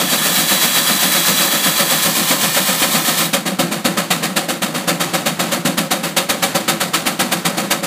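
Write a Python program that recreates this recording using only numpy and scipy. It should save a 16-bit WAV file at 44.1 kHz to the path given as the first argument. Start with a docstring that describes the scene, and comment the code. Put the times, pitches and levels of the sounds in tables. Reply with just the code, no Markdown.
"""A showground, a few metres from a single-cylinder steam traction engine running fast; mono camera mic.
Twice a crank turn the exhaust bursts up the chimney, strong and weak in turn: a sharp blast, a rush
as the piston sweeps out, a hollow boom. The safety valve roars, throbbing with the strokes, changes
tone as it sinks, whistles and snaps shut. The fire's draught and a small leak hiss on underneath."""
import sys
import numpy as np
from scipy import signal
from scipy.fft import rfft, irfft
from scipy.io import wavfile
from scipy.ndimage import uniform_filter1d, minimum_filter1d

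SR = 44100
rng = np.random.default_rng(int(sys.argv[2]) if len(sys.argv) > 2 else 0)


def to_wav(sig):
    """Store sig (one row per channel, or 1-D mono) as 16-bit WAV at the path in sys.argv[1].

    Samples outside -1..1 are clipped; the rate is SR.
    """
    pcm = np.clip(np.atleast_2d(sig), -1, 1) * 32767
    pcm = np.round(pcm).astype(np.int16)
    wavfile.write(sys.argv[1], SR, pcm.T)  # frames by channels


N = 346626
T = np.arange(N) / SR

# the two exhaust strokes of a turn, front then back of the piston:
# turn_share, blast_db, opening_s, blow_down_s, boom_db
STROKE_PAIR = [(0, -9.2, .017, .015, 0.4), (0.4782, -11.5, .019, .017, -0.05)]


def undb(db):
    """Decibels to gain."""
    return 10 ** (np.asarray(db) / 20)


def ramp(u):
    """Smooth step from 0 to 1 as u goes from 0 to 1."""
    return np.sin(np.pi / 2 * np.clip(u, 0, 1)) ** 2


def wander(rate_hz):
    """Smoothed noise of spread 1 that changes about rate_hz times a second."""
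    span = max(2, int(SR / rate_hz))
    drift = uniform_filter1d(uniform_filter1d(rng.standard_normal(N), span), span)
    return drift / drift.std()


def turbulence(rough_db, eddy_hz):
    """White noise whose strength flutters as eddies pass."""
    noise = rng.standard_normal(N) * undb(rough_db * wander(eddy_hz))
    return noise / noise.std()


def shape_tone(x, colour, peaks=(), size=8192):
    """Causal filter of a broad colour plus peaks and dips; white noise keeps its power."""
    hz = np.arange(size // 2 + 1) * SR / size
    colour_hz, colour_db = np.transpose(colour)
    db = np.interp(np.log(hz + 1), np.log(colour_hz), colour_db)
    for centre_hz, width_hz, lift_db in peaks:
        db += lift_db * .5 ** ((2 * (hz - centre_hz) / width_hz) ** 2)
    cepstrum = irfft(np.log(undb(db)))
    cepstrum[1:size // 2] *= 2  # folded for minimum phase
    cepstrum[size // 2 + 1:] = 0
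    ring = irfft(np.exp(rfft(cepstrum)))[:size // 2]
    return signal.fftconvolve(x, ring / np.sqrt(np.sum(ring ** 2)))[:N]


def stroke_times(first_s=-.0138, turn_s=.2571):
    """When the exhaust port opens: twice a crank turn."""
    # the governor lets the crank drift a little: time_s, late_s
    crank_drift = [(0, 0.0028), (3.3, -0.0035), (4.9, -0.0016), (6.3, 0.0039), (7.86, -0.0011)]
    turns = np.arange(int(T[-1] / turn_s) + 2)[:, None] + np.array(STROKE_PAIR)[:, 0]
    times = first_s + turn_s * turns.ravel()
    return times + np.interp(times, *np.transpose(crank_drift))


def draught_and_leak():
    """The fire's draught and a small steam leak, a low bed under the strokes."""
    # rumble and hiss: frequency_hz, level_db
    bed_colour = [(25, -54), (80, -21.5), (130, -0.5), (178, 5.5), (300, -6), (420, -4), (1000, -6),
                  (2500, -10.5), (4400, -13), (5300, -17.5), (7500, -16.5), (15000, -25)]
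    return undb(-30.5) * shape_tone(turbulence(rough_db=2.4, eddy_hz=7), bed_colour)


def open_ground(x, wet_db, t60_s, dull_hz):
    """The direct sound plus a weak, dull scatter from the canopy, machines and trees."""
    t = T[:SR // 2]
    tail = rng.standard_normal(len(t)) * ramp(t / .005) * undb(-60 * t / t60_s)
    tail /= np.sqrt(np.sum(tail ** 2))
    tail = signal.sosfilt(signal.butter(1, dull_hz, fs=SR, output="sos"), tail)
    return x + undb(wet_db) * signal.fftconvolve(x, tail)[:N]


def seat_whistle(shut_s, start_s=3.2, start_hz=3870, sag_hz_per_s=660, waver_hz=55):
    """The narrowing gap sings: an unsteady edge tone that sags as the valve nears its seat."""
    closing_s = np.clip(T, start_s, shut_s) - start_s
    pitch_hz = start_hz - sag_hz_per_s * closing_s + waver_hz * wander(300)
    level = ramp((T - start_s) / .03) * undb(-14 + 3 * wander(60))
    return level * np.sin(2 * np.pi * np.cumsum(pitch_hz) / SR)


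def safety_valve(sink_at_s, sink_for_s, shut_s, shut_db_per_s, lead_s):
    """A roaring jet that swells with every stroke, changes tone as the valve sinks, and snaps shut."""
    # steam escaping through the valve: time_s, level_db
    steam_flow = [(.05, -19), (.3, -16), (1.3, -15), (2, -17.5), (2.2, -13.5), (3.26, -14.5)]
    # the jet's roar: frequency_hz, level_db
    roar_colour = [(100, -26), (300, -11), (600, 0), (1000, 0), (2000, 1), (4300, 1.5), (5200, 0),
                   (7700, 0.5), (10000, -0.5), (15000, 0)]
    # peaks and dips in the roar at the microphone, wide open and sunk: centre_hz, width_hz, lift_db
    wide_peaks = [(1022, 34, 7), (1225, 190, 5.5), (1440, 140, -0.5), (1760, 180, 8), (2310, 190, 2.5),
                  (3360, 280, 8), (3680, 170, -6.5), (3930, 350, 7.5), (4400, 240, -3), (4670, 250, 5.5),
                  (5120, 390, -4), (7850, 550, 3)]
    sunk_peaks = [(1027, 110, 7.5), (1290, 170, 5), (1460, 84, -11), (1795, 130, 8), (2380, 170, 4.5),
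                  (2660, 130, -10), (3470, 1200, 3.5), (4410, 130, 4), (7900, 720, 3.5)]
    times = stroke_times()
    stroke_phase = np.interp(T + lead_s, times, np.arange(len(times))) % 1
    sunk = ramp((T - sink_at_s) / sink_for_s + .5)
    throb = ramp(stroke_phase / .27) * ramp(1 - stroke_phase) - .5  # quick swell, slow sag
    throb_db = (5 + 2 * sunk) * throb  # deeper once the valve hangs close to its seat
    flow_db = np.interp(T, *np.transpose(steam_flow)) - shut_db_per_s * np.maximum(T - shut_s, 0)
    jet = undb(flow_db + throb_db + .5 * wander(30)) * turbulence(rough_db=.9, eddy_hz=770)
    wide_roar = undb(2) * shape_tone(jet * np.sqrt(1 - sunk), roar_colour, wide_peaks)
    sunk_roar = undb(-1.5) * shape_tone(jet * np.sqrt(sunk), roar_colour, sunk_peaks)
    return wide_roar + sunk_roar + undb(flow_db) * seat_whistle(shut_s)


def cylinder_releases(open_for_s, closing_s, boom_rise_s, boom_decay_s):
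    """Envelopes of the jet at the blast pipe, and of the bark and the boom in the chimney."""
    # loudness of the exhaust strokes, quieter while the valve roars: time_s, level_db
    stroke_level = [(0, -2), (1.5, -3.5), (2.6, -2), (3.6, -0.15), (5.3, 0), (6.3, -0.6), (7.86, -0.2)]
    # strokes with a sharper blast or a hollower ring: time_s, force_db, ring_db
    accents = [(1.27, 3.5, 0), (1.79, 4.5, 0), (2.42, 1, -3), (2.56, 2.5, 0.5), (3.32, 2.5, -0.5),
               (3.58, 0, 3), (3.84, -0.5, 2), (4.36, 0.5, -1), (4.87, 0.5, 3.5), (4.99, 1.5, -3),
               (5.25, 2, -0.5), (5.64, -0.5, 2.5), (5.76, 1.5, 1.5), (5.9, 1, -1.5), (6.16, 6, 0),
               (6.42, 2, -4.5), (6.8, 2, -1.5), (6.93, 2.5, -1.5), (7.19, 1.5, 1)]
    blast, bark, boom = np.zeros((3, N))
    times = stroke_times()
    extra_db = rng.standard_normal((len(times), 2)) * [2, .5]  # force, ring: no two strokes are alike
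    for time_s, force_db, ring_db in accents:
        extra_db[np.argmin(np.abs(times - time_s))] = force_db, ring_db
    for k, start_s in enumerate(times):
        _, blast_db, opening_s, blow_down_s, boom_db = STROKE_PAIR[k % 2]
        force_db, ring_db = extra_db[k]
        level_db = np.interp(start_s, *np.transpose(stroke_level))
        during = (T > start_s) & (T < start_s + .2)
        age = T[during] - start_s
        port_open = 1 - ramp((age - open_for_s) / closing_s + .5)
        emptying_s = blow_down_s / undb(force_db) ** .98  # a harder release empties the cylinder sooner
        # the pressure drops fast once the port is wide open; the piston then sweeps out the rest
        pressure = 1 / np.hypot(1, np.maximum(age - opening_s, 0) / emptying_s)
        jet = undb(blast_db + level_db + force_db) * ramp(age / opening_s) * pressure * port_open
        blast[during] += jet
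        bark[during] += undb(ring_db) * jet
        boom_shape = ramp(age / boom_rise_s) * np.exp(-age / boom_decay_s) * port_open
        boom[during] += undb(boom_db + .42 * level_db + ring_db) * boom_shape
    return blast, bark, boom


def exhaust():
    """Each release drives a turbulent jet up the chimney, whose gas column booms."""
    # broad blast, low boom, bright spit and midrange bark: frequency_hz, level_db
    blast_colour = [(60, -25), (130, -16), (200, -2), (400, -3), (600, -5), (1000, 0), (1800, -2),
                    (3000, -5), (4500, -3.5), (5300, -12.5), (7500, -7.5), (12000, -12.5), (15000, -16)]
    boom_colour = [(30, -36), (70, -38), (100, -20.5), (135, -18.5), (162, 4.5), (250, 1), (340, -2),
                   (410, -12.5), (560, -12), (1200, -17), (4000, -43.5)]
    spit_colour = [(80, -55), (500, -36), (1500, 0.5), (3800, 5.5), (5300, -4), (7500, -1.5), (15000, -8.5)]
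    bark_colour = [(80, -56), (300, -21), (540, 0), (800, -5), (1300, -13.5), (3000, -26)]
    # peaks and dips in the exhaust's tone at the microphone: centre_hz, width_hz, lift_db
    peaks = [(188, 25, 3.5), (337.4, 13.5, 4.5), (403, 43, -11.5), (550.3, 86, 10), (784, 160, 7.5),
             (865, 113, -9), (1030, 100, -1), (1300, 103, 4), (1446, 103, -2.5), (3450, 190, -3),
             (3770, 81, 4), (4080, 370, -3.5), (4470, 240, 1), (4670, 120, -4)]
    blast_level, bark_level, boom_level = cylinder_releases(
        open_for_s=.12, closing_s=.075, boom_rise_s=.0065, boom_decay_s=.11)
    blast = undb(-4) * blast_level * turbulence(rough_db=1.4, eddy_hz=370)
    boom = undb(-19.5) * boom_level * rng.standard_normal(N)
    # treble grows faster than jet speed, so only the top of a hard stroke spits
    spit = undb(2) * blast_level ** 2 * turbulence(rough_db=1.5, eddy_hz=550)
    # every stroke stirs the gas in the chimney anew: its bark comes and goes
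    bark = undb(-16.5 + 1.3 * wander(6.9)) * bark_level * rng.standard_normal(N)
    return (shape_tone(blast, blast_colour, peaks) + shape_tone(boom, boom_colour, peaks)
            + shape_tone(spit, spit_colour, peaks) + shape_tone(bark, bark_colour, peaks))


def scene():
    """The engine from a few metres away on open ground, alike in both channels."""
    valve = safety_valve(sink_at_s=2.02, sink_for_s=.26, shut_s=3.262, shut_db_per_s=290, lead_s=.032)
    engine = open_ground(exhaust() + valve, wet_db=-17, t60_s=.33, dull_hz=7000)
    mono = engine + draught_and_leak()
    return np.array([mono, mono])


def record(dry):
    """The camera's limiter holds down the peaks, and a steep filter cuts the top."""
    ceiling_db, hold_s, top_hz = -2.8, .001, 15350
    span = int(hold_s * SR)
    gain = np.minimum(1, undb(ceiling_db) / (np.abs(dry).max(axis=0) + 1e-9))
    held = dry * uniform_filter1d(minimum_filter1d(gain, span), span)
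    return signal.sosfilt(signal.ellip(12, .2, 80, top_hz, fs=SR, output="sos"), held)


dry = scene()
out = record(dry)
to_wav(out)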